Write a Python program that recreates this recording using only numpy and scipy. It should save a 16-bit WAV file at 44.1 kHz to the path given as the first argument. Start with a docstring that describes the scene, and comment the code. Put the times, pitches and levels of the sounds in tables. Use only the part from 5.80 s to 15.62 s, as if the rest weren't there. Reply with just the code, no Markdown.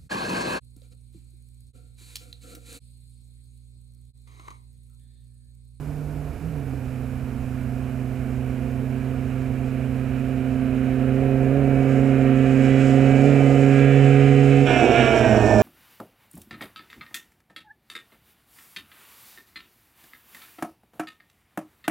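"""Two-stroke quad racing past

A single-cylinder quad races toward a roadside listener across a field ringed by trees, and another engine idles
far off. Head-on it changes up a gear and drones cleanly: low sine orders, with coloured gas noise for bark and rasp.
Its knobbly tyres hum at a multiple of the top-gear firing rate. As it draws level, uneven pulses and noise turn
the exhaust ragged and bright, the revs hitch and the pitch falls away."""
import sys
import numpy as np
from scipy import signal
from scipy.fft import rfft, irfft, next_fast_len
from scipy.io import wavfile
from scipy.ndimage import uniform_filter1d

SR = 44100
rng = np.random.default_rng(int(sys.argv[2]) if len(sys.argv) > 2 else 0)


def to_wav(s):
    """Save 16-bit WAV."""
    ch = np.atleast_2d(s).T  # columns
    pcm = np.round(np.clip(ch, -1, 1) * 32767)  # PCM
    wavfile.write(sys.argv[1], SR, pcm.astype(np.int16))


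N = 433062
TIME = np.arange(N) / SR

# spectrum of the low outdoor rumble: f/Hz, level/dB
AIR_SPECTRUM = [(20, -4), (45, 2), (80, 0.5), (160, -6.5), (400, -16.5), (900, -21.5), (3000, -42)]
# steady tones of the distant idling engine: f/Hz, level/dB
IDLER_TONES = [(61, -42), (70, -40), (96.5, -45), (114, -53)]
# swell of the idling engine and the rumble: t/s, level/dB
BACKGROUND_SWELL = [(0, 0), (5, 0), (6.5, -2), (8, -8.5), (9.82, 2.5)]
# spectrum of the microphone electronics' hiss: f/Hz, level/dB
MIC_HISS_SPECTRUM = [(1000, -14), (4000, -0.5), (8000, -3), (11000, -0.5), (15000, -4)]
# steady whine of the microphone electronics: f/Hz, level/dB
WHINE_TONES = [(7900, -76.5), (11089, -71.5)]

# firing rate in top gear as the quad comes on, Doppler shift included: t/s, f/Hz
CRUISE_RATE = [(0, 127.6), (2.7, 128.4), (3.2, 129.5), (5.15, 129.6), (5.7, 132.5), (6.1, 133.3),
               (6.53, 131.7), (7.3, 134.5), (7.72, 135.7), (8.1, 136.8), (8.5, 137.3)]
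# firing rate as it goes by, falling with two hitches of the revs: t/s, f/Hz
GOING_BY_RATE = [(8.85, 136.9), (8.89, 133.5), (8.98, 131.3), (9.125, 123.4), (9.175, 130.1), (9.26, 126.6),
                 (9.29, 129), (9.46, 119.4), (9.62, 113.7), (9.82, 108.7)]
# the revs flare and the pipe barks when the load drops, at the clutch or over a bump:
# t/s, rise/Hz, extra bark/dB
REV_FLARES = [(.68, 18.2, 1.5), (4.4, 1.001, 1), (5.42, 2.5, 1), (5.78, 5.9, 3), (6.27, 2, 2),
              (7.49, 5.6, 5.5)]
# how near the quad is, as loudness against its closest point: t/s, level/dB
NEARNESS_CURVE = [(0, -17.5), (1.2, -17.5), (2.7, -13.5), (4.3, -11.5), (5.1, -8), (5.6, -5), (6.3, -3),
                  (7.2, -.7), (8.8, 0)]

# tread hum, a row per order, before the wheels' own levels: level at the closest point/dB,
# gain per dB of nearness/dB, change after the last bump/dB, level going by/dB
TREAD_LEVELS = [(-30, 0.6, -4.5, -32.5), (-36.5, 1.5, 8, -31.5), (-34, 1.48, -1, -23)]

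# drone, a row per engine order, before its colouring: level at the closest point/dB, gain per dB of nearness/dB
DRONE_LEVELS = [(-17.5, 0.92), (-19, .96), (-26.5, 1.6), (-29.5, 1.47)]
# the ground reflection colours the drone:
# t/s, weight moved from the second order to the first/dB, lift of the third order/dB
GROUND_COLOUR = [(0, 1, 4), (1.4, 0.5, -1.5), (2.7, 0.3, 1.5), (4.2, -.1, 0), (4.9, -3, -1), (5.5, 0, 1),
                 (6.8, -1.7, 0), (7.5, 0.1, -1), (7.9, -0.4, 1), (8.25, 2.5, 2.3), (8.8, 0.5, 1)]
# upper engine orders before the resonances: order, level head-on/dB, level from beside/dB
UPPER_ORDER_LEVELS = [(9, 2, 0.5), (10, 0, -2), (11, -3, 4), (12, 1.5, -10), (13, 1, -0.5), (14, 3, -4),
                      (15, 3.5, -6), (16, 1, 7.5), (17, 2, -15), (18, -1, 6), (19, 2.5, -4), (20, -2, 5.5),
                      (21, -5, 0), (22, 1, 4.5), (23, -3, 0), (24, -8, -10), (25, 3.5, 2)]

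# head-on spectra of the pipe's bark, the metallic rasp, and the tyre and chain hiss: f/Hz, level/dB
BARK_AHEAD_SPECTRUM = [(30, -14), (60, -6), (170, -3), (250, 2.5), (320, 0.5), (450, 6), (580, -1.5),
                       (710, 3.5), (790, -8.5), (1000, -15.5), (1300, -28)]
RASP_AHEAD_SPECTRUM = [(900, -7), (1100, -3.5), (1230, -0.5), (1420, 3.5), (1550, 1), (1670, 1.5),
                       (1900, -3.5), (2150, -1.5), (2380, 3), (2700, -2.5), (3000, -5), (3350, -17),
                       (4000, -15.5), (4600, -30)]
HISS_AHEAD_SPECTRUM = [(2650, -33), (4500, -4.5), (4950, -2), (5690, -2.5), (6100, -7), (6590, 1),
                       (7520, 0.5), (7930, -1), (8570, -10.5), (10100, -13), (12000, -28), (15600, -53),
                       (22000, -120)]
# rasp on the approach, before its treble lift: t/s, level/dB
RASP_CURVE = [(0.1, -57.5), (0.72, -53.5), (4.77, -45), (4.79, -44), (5.73, -41.5), (6.92, -34.5),
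              (7.88, -35.5), (7.96, -32.5), (8.7, -33)]
# tilt of the rasp about 2 kHz as the cylinder comes into the open: t/s, treble over bass/dB
RASP_TREBLE_LIFT = [(0, -7), (1.2, -4), (3, -2.5), (5, -1), (6, -4), (7, 3), (7.6, 4), (8.1, 4), (8.8, 7)]
# tyre and chain hiss on the approach, before its trim and distance loss: t/s, level/dB
HISS_CURVE = [(5.5, -67), (5.96, -64), (6.13, -56), (6.34, -63.5), (7.08, -49), (7.19, -52.5), (7.57, -51),
              (8.31, -53), (8.8, -52)]

# spectra from beside, from the pipe's boom up to the hiss: f/Hz, level/dB
BOOM_BESIDE_SPECTRUM = [(60, -16), (110, -8), (175, -16), (230, 0), (280, -2), (330, 2.5), (385, -5),
                        (440, 0), (520, -9), (620, -27)]
BARK_BESIDE_SPECTRUM = [(480, -19), (570, -2), (640, 7), (720, 4), (790, -1), (930, -6), (1080, -19),
                        (1300, -33)]
RASP_BESIDE_SPECTRUM = [(950, -21), (1100, -2), (1250, -4), (1400, 2), (1520, 3), (1680, 3), (1820, 1),
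                        (1980, -15), (2200, -13)]
RING_BESIDE_SPECTRUM = [(1950, -17), (2120, -2), (2350, 4), (2560, 1.5), (2700, -4), (2900, -0.5),
                        (3200, -6.5), (3700, -10), (4400, -29), (4800, -35)]
HISS_BESIDE_SPECTRUM = [(2650, -30), (4500, -9.5), (4730, -18), (5310, -1.5), (5560, 2.5), (6430, -9.5),
                        (7640, -3), (7990, -8.5), (8490, -16.5), (11500, -25), (12000, -34), (13700, -30),
                        (15000, -38)]

# the change up: the throttle shuts for a moment, the revs sink, and the drone jumps as the clutch bites again
SHIFT_AT_S, SHIFT_WIDTH_S, SHIFT_DIP_DB = 0.555, 0.052, -19
LOW_GEAR_RATIO, IN_GEAR_AT_S, SETTLE_S = 1.16, 0.78, 0.09
BITE_AFTER_S, BITE_WIDTH_S, BITE_DB = 0.12, 0.08, 3
LOW_GEAR_OVERTONE_DB = -6   # the second order is weaker in the lower gear
FLARE_RISE_S, FLARE_FALL_S, FLARE_BARK_S = 0.055, 0.1, 0.44
# the middle of the drone swells; close by, the fourth order sinks into the ground reflection's notch
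SURGE_AT_S, SURGE_WIDTH_S, SURGE_DB = 5.48, 0.39, 3.5
NOTCH_AT_S, NOTCH_WIDTH_S, NOTCH_DB = 8.7, 0.6, -10
# the pass: side-on, the throttle eases and reopens, then the tailpipe turns to the listener
LEVEL_AT_S = 8.86
EASE_AT_S, EASE_WIDTH_S = 9.08, 0.059
REOPEN_AT_S, REOPEN_WIDTH_S, REOPEN_DB = 9.22, 0.068, 2.5
TAIL_ON_AT_S, TURN_S = 9.46, 0.2
BEHIND_PITCH = 0.954   # the Doppler shift lowers the pipe's boom as the quad leaves
# tyre knobs slap the road at a multiple of the top-gear firing rate; going by, their pitch falls
KNOBS_PER_FIRING, DOPPLER_FALL, DOPPLER_S = 1.782, 0.235, 1.2
BUMP_AT_S, BUMP_WIDTH_S = 7.62, 0.1
TREAD_FROM_S, TREAD_FADE_S, TREAD_FAINT_DB = 1.1, 0.13, -17   # the hum's lowest order is faint at first
DIRECT_SHARE = 0.62   # share of the rasp's power that arrives as clean orders at the closest point
CLEAN_BESIDE = 0.6    # the same share for rasp and ring from beside
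LEFT_AGAINST_RIGHT_DB = -9
CUTOFF_HZ = 15300


def from_db(db):
    """Decibels to gain."""
    return 10 ** (np.asarray(db) / 20)


def rms_one(x):
    """Scale to rms 1."""
    return x / np.sqrt(np.mean(x ** 2) + 1e-20)


def in_time(rows):
    """Each column of a curve table at every sample."""
    s, *columns = np.transpose(rows)
    return [np.interp(TIME, s, c) for c in columns]


def swell(at_s, width_s):
    """A bell in time, height 1."""
    return np.exp(-((TIME - at_s) / width_s) ** 2)


def step(at_s, width_s):
    """A smooth change from 0 to 1."""
    return 0.5 + 0.5 * np.tanh((TIME - at_s) / width_s)


def noise():
    """White noise."""
    return rng.standard_normal(N)


def drift(rate):
    """Smooth chance, changing about rate times a second; spread 1."""
    hop = 40   # samples between the slow points
    r = np.exp(-2 * np.pi * rate * hop / SR)
    chance = rng.standard_normal(N // hop + 2002)
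    slow = signal.lfilter([1], [1, -2 * r, r * r], chance)[2000:]   # drop the filter's start-up
    return np.interp(np.arange(N) / hop, np.arange(len(slow)), rms_one(slow))


def colour(x, spectrum):
    """Give x a spectrum whose ends fall away steeply; rms 1."""
    size = next_fast_len(N + 8192)
    hz, db = np.transpose(spectrum)
    octave = np.log2(np.arange(size // 2 + 1) * SR / size + 1)
    points = np.log2(hz)
    outside = np.abs(octave - np.clip(octave, points[0], points[-1]))
    gain = from_db(np.interp(octave, points, db) - 17 * outside)   # 17 dB per octave beyond the ends
    return rms_one(irfft(rfft(x, size) * gain, size)[:N])


def blend(a, b, share):
    """Mix two sounds, with a share of the power from the first."""
    share = np.clip(share, 0, 1)
    return np.sqrt(share) * a + np.sqrt(1 - share) * b


def tone(turns, db):
    """A sine at an rms level."""
    return from_db(db) * np.sqrt(2) * np.sin(2 * np.pi * turns)


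def electronics():
    """Faint hiss and whine of the microphone's electronics, the hiss part shared and part separate per side."""
    whine = sum(tone(hz * TIME, db) for hz, db in WHINE_TONES)
    separate = np.array([colour(noise(), MIC_HISS_SPECTRUM) for side in range(2)])
    shared = colour(noise(), MIC_HISS_SPECTRUM)
    return from_db(-62) * (separate + shared) + whine


def field():
    """Low outdoor rumble as coloured noise, and a distant idling engine as gently swaying sines."""
    swell_db, = in_time(BACKGROUND_SWELL)
    hum = sum(tone(hz * TIME + 0.39 * drift(1), db + 0.7 * drift(1.9)) for hz, db in IDLER_TONES)
    rumble = from_db(-38) * colour(noise(), AIR_SPECTRUM)
    return from_db(swell_db) * (hum + rumble)


def nearing(closest_db, follows):
    """Level of a layer that grows as the quad comes nearer."""
    near_db, = in_time(NEARNESS_CURVE)
    return closest_db + follows * near_db


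def passing(side_db, behind_db, eased_db):
    """Level of a layer as the quad turns from side-on to tail-on, changed by eased_db while the throttle eases."""
    turning_db = (behind_db - side_db) * step(TAIL_ON_AT_S, TURN_S)
    return side_db + turning_db + eased_db * swell(EASE_AT_S, EASE_WIDTH_S)


def tread():
    """Knobbly tyres hum; front and rear wheels turn at slightly different, unsteady rates."""
    cruise, = in_time(CRUISE_RATE)
    doppler = 1 - DOPPLER_FALL * np.tanh(np.maximum(TIME - LEVEL_AT_S, 0) / DOPPLER_S)
    knobs = np.cumsum(KNOBS_PER_FIRING * cruise * doppler) / SR
    gone_by = step(8.93, 0.065)
    after_bump = step(BUMP_AT_S, BUMP_WIDTH_S)
    levels = []
    for closest_db, follows, bump_db, by_db in TREAD_LEVELS:
        coming_db = nearing(closest_db, follows) + bump_db * after_bump
        levels.append(coming_db * (1 - gone_by) + by_db * gone_by)
    levels[0] = levels[0] + TREAD_FAINT_DB * (1 - step(TREAD_FROM_S, TREAD_FADE_S))
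    hum = 0
    for ratio, wheel_db, slip in [(1, -1.5, 0.026), (1.014, -8.5, 0.1)]:
        turns = ratio * knobs + slip * drift(10.2)
        for k, db in enumerate(levels, 1):
            hum = hum + tone(k * turns, db + wheel_db + 1.9 * drift(12.3))
    return hum


def low_gear():
    """1 in the lower gear, 0 once the revs have settled in top."""
    return 1 - step(IN_GEAR_AT_S, SETTLE_S)


def firing_rate():
    """Top-gear firing rate times the gear, plus flares that jump up and die away, in Hz."""
    rate, = in_time(CRUISE_RATE + GOING_BY_RATE)
    rate = rate * (1 + (LOW_GEAR_RATIO - 1) * low_gear())
    for s, rise_hz, _ in REV_FLARES:
        fall = np.exp(-np.abs(TIME - s) / FLARE_FALL_S)
        rate = rate + rise_hz * np.where(TIME < s, swell(s, FLARE_RISE_S), fall)
    return rate


def firings(turns, uneven_db, jitter_ms):
    """One pressure pulse a turn, each a little off in strength and timing."""
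    chance = rng.standard_normal((2048, 2))
    whole = np.arange(1, int(turns[-1]))
    at = np.interp(whole, turns, np.arange(N)) + chance[whole, 0] * jitter_ms * SR / 1000
    at = np.clip(at, 0, N - 2)
    strength = from_db(uneven_db * chance[whole, 1])
    # share each pulse between the two nearest samples
    early, part = at.astype(int), at % 1
    pulses = np.bincount(early, strength * (1 - part), N) + np.bincount(early + 1, strength * part, N)
    return rms_one(pulses)


def puffs(turns, depth):
    """Turbulent gas noise that swells each time the exhaust port opens."""
    return rms_one(noise() * np.exp(depth * np.cos(2 * np.pi * turns)))


def upper_orders(turns, levels_db):
    """The sharp edge of each firing as a comb of orders, smeared in phase and fading over the changing ground path."""
    return [tone(k * turns + rng.random() + 0.06 * drift(17), db + 2.5 * drift(3.6))
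            for k, db in enumerate(levels_db, 9)]


def scatter(x, t60, wet):
    """Brush and trunks return a thin, dying cloud of reflections."""
    t = TIME[:SR // 2]
    cloud = rng.standard_normal(len(t)) * from_db(-60 * t / t60) * (t > 0.004)
    return blend(x, signal.fftconvolve(x, cloud / np.linalg.norm(cloud))[:N], wet)


def hiss_ahead(turns):
    """Tyre and chain hiss as noise, pulsed at the firing rate; it does not carry far."""
    hiss_db, = in_time(HISS_CURVE)
    distance_db = np.minimum(nearing(5.3, 0.55), 0)
    level_db = hiss_db + 0.5 + distance_db + 1.34 * drift(11)
    return from_db(level_db) * colour(puffs(turns, depth=0.15), HISS_AHEAD_SPECTRUM)


def rasp_ahead(turns):
    """Metallic rasp: clean orders emerge from gas noise as the quad nears, and the treble opens up."""
    rasp_db, = in_time(RASP_CURVE)
    lift_db, = in_time(RASP_TREBLE_LIFT)
    direct = DIRECT_SHARE * from_db(nearing(0, 1))
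    comb = rms_one(sum(upper_orders(turns, [row[1] for row in UPPER_ORDER_LEVELS])))
    gas = colour(puffs(turns, depth=0.067), RASP_AHEAD_SPECTRUM)
    rasp = blend(colour(comb, RASP_AHEAD_SPECTRUM), gas, direct)
    dull = signal.sosfiltfilt(signal.butter(2, 2000, fs=SR, output="sos"), rasp)
    tilted = from_db(-lift_db / 2) * dull + from_db(lift_db / 2) * (rasp - dull)
    return from_db(rasp_db + 0.5 * drift(8.3)) * tilted


def bark_ahead(turns):
    """Pipe bark: gas noise through the pipe's resonances, louder around each flare of the revs."""
    flare_db = sum(db * swell(s, FLARE_BARK_S) for s, _, db in REV_FLARES)
    bark_db = nearing(-31, 0.86) + flare_db
    return from_db(bark_db) * colour(puffs(turns, depth=0.089), BARK_AHEAD_SPECTRUM)


def drone(turns):
    """The four lowest orders of the exhaust as sines, shimmering in the air."""
    first_db, second_db, third_db, fourth_db = [nearing(*order) for order in DRONE_LEVELS]
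    tilt_db, third_lift_db = in_time(GROUND_COLOUR)
    shift_db = SHIFT_DIP_DB * swell(SHIFT_AT_S, SHIFT_WIDTH_S)
    bite_db = BITE_DB * swell(SHIFT_AT_S + BITE_AFTER_S, BITE_WIDTH_S)
    surge_db = SURGE_DB * swell(SURGE_AT_S, SURGE_WIDTH_S)
    notch_db = NOTCH_DB * swell(NOTCH_AT_S, NOTCH_WIDTH_S)
    first_db = first_db + tilt_db + shift_db + bite_db
    second_db = second_db - tilt_db + LOW_GEAR_OVERTONE_DB * low_gear()
    levels = [first_db, second_db, third_db + third_lift_db + surge_db, fourth_db + surge_db + notch_db]
    shimmer_db = np.interp(TIME, [0, 5, 8], [0.7, 0.5, 0.35])
    wobble = 0.0057 * drift(23)
    first, *upper = [tone(k * (turns + wobble), db + shimmer_db * drift(13)) for k, db in enumerate(levels, 1)]
    # until the revs settle on the pipe's tuning, its resonances ring roughly instead of locking to the orders
    locked = np.clip((TIME - 0.8) / 0.26, 0, 1)
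    resonances = [(274, 0.13, second_db + 0.5), (432, 0.18, third_db + 1)]
    loose = sum(tone(hz * TIME + sway * drift(21), db + 2 * drift(15)) for hz, sway, db in resonances)
    return first + blend(sum(upper), loose, locked)


def going_by(turns):
    """Beside and behind the open pipe: ragged firings ring the exhaust and the cylinder fins."""
    ragged = blend(firings(turns, uneven_db=3, jitter_ms=0.34), puffs(turns, depth=0.44), 0.75)
    # trees behind return it flat
    echo = firings(0.92 * turns + 0.052 * drift(8.7), uneven_db=3.5, jitter_ms=0.12)
    pipe = blend(scatter(ragged, t60=0.16, wet=0.27), echo, 0.65)

    behind = step(TAIL_ON_AT_S, TURN_S)
    lowered = [(BEHIND_PITCH * hz, db) for hz, db in BOOM_BESIDE_SPECTRUM]
    boom = (1 - behind) * colour(pipe, BOOM_BESIDE_SPECTRUM) + behind * colour(pipe, lowered)
    bark = colour(pipe, BARK_BESIDE_SPECTRUM)

    orders = upper_orders(turns, [row[2] for row in UPPER_ORDER_LEVELS])
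    low, high = sum(orders[:9]), sum(orders[7:])
    rasp_gas = colour(puffs(turns, depth=0.16), RASP_BESIDE_SPECTRUM)
    rasp = blend(colour(low, RASP_BESIDE_SPECTRUM), rasp_gas, CLEAN_BESIDE)
    ring_gas = colour(puffs(turns, depth=0.11), RING_BESIDE_SPECTRUM)
    ring = blend(colour(high, RING_BESIDE_SPECTRUM), ring_gas, CLEAN_BESIDE)
    hiss = colour(puffs(turns, depth=0.23), HISS_BESIDE_SPECTRUM)

    boom_db = passing(side_db=-21.5, behind_db=-21.5, eased_db=5.47)
    reopen_db = REOPEN_DB * swell(REOPEN_AT_S, REOPEN_WIDTH_S)   # rasp and ring flare with the throttle
    layers = [(boom, boom_db),
              (bark, passing(side_db=-27.5, behind_db=-22.5, eased_db=0.91)),
              (rasp, passing(side_db=-29.5, behind_db=-31.5, eased_db=-3.5) + reopen_db),
              (ring, passing(side_db=-27, behind_db=-38, eased_db=-2) + reopen_db),
              (hiss, passing(side_db=-44, behind_db=-43.5, eased_db=-1) + 1.2 * drift(22))]
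    first = tone(turns, passing(side_db=-25.5, behind_db=-21.5, eased_db=-14) + 2.4 * drift(22))
    second = tone(2 * turns + 0.12 * drift(25), boom_db - 7.5 + 2.2 * drift(18))
    out = first + second
    for sound, db in layers:
        running_rms = np.sqrt(uniform_filter1d(sound ** 2, size=6000) + 1e-6)
        out = out + from_db(db) * sound / running_rms
    return out


def scene():
    """The quad and the field, louder on the right, over the microphone's faint hiss and whine."""
    turns = np.cumsum(firing_rate()) / SR
    beside = step(LEVEL_AT_S, 0.016)
    head_on = 1 - step(LEVEL_AT_S - 0.0076, 0.013)   # the drone gives way slightly earlier
    approach = hiss_ahead(turns) + rasp_ahead(turns) + bark_ahead(turns)
    engine = head_on * drone(turns) + (1 - beside) * approach + beside * going_by(turns)
    sound = field() + tread() + engine
    sides = from_db([[LEFT_AGAINST_RIGHT_DB], [0]])
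    return sound * sides / sides.mean() + electronics()


def record(dry):
    """Rare peaks are rounded and the top is cut steeply."""
    top = 0.92   # full scale is 1
    rounded = dry / (1 + (dry / top) ** 8) ** (1 / 8)
    steep_cut = signal.ellip(10, 0.1, 80, CUTOFF_HZ, fs=SR, output="sos")
    return signal.sosfilt(steep_cut, rounded)


dry = scene()
out = record(dry)
to_wav(out)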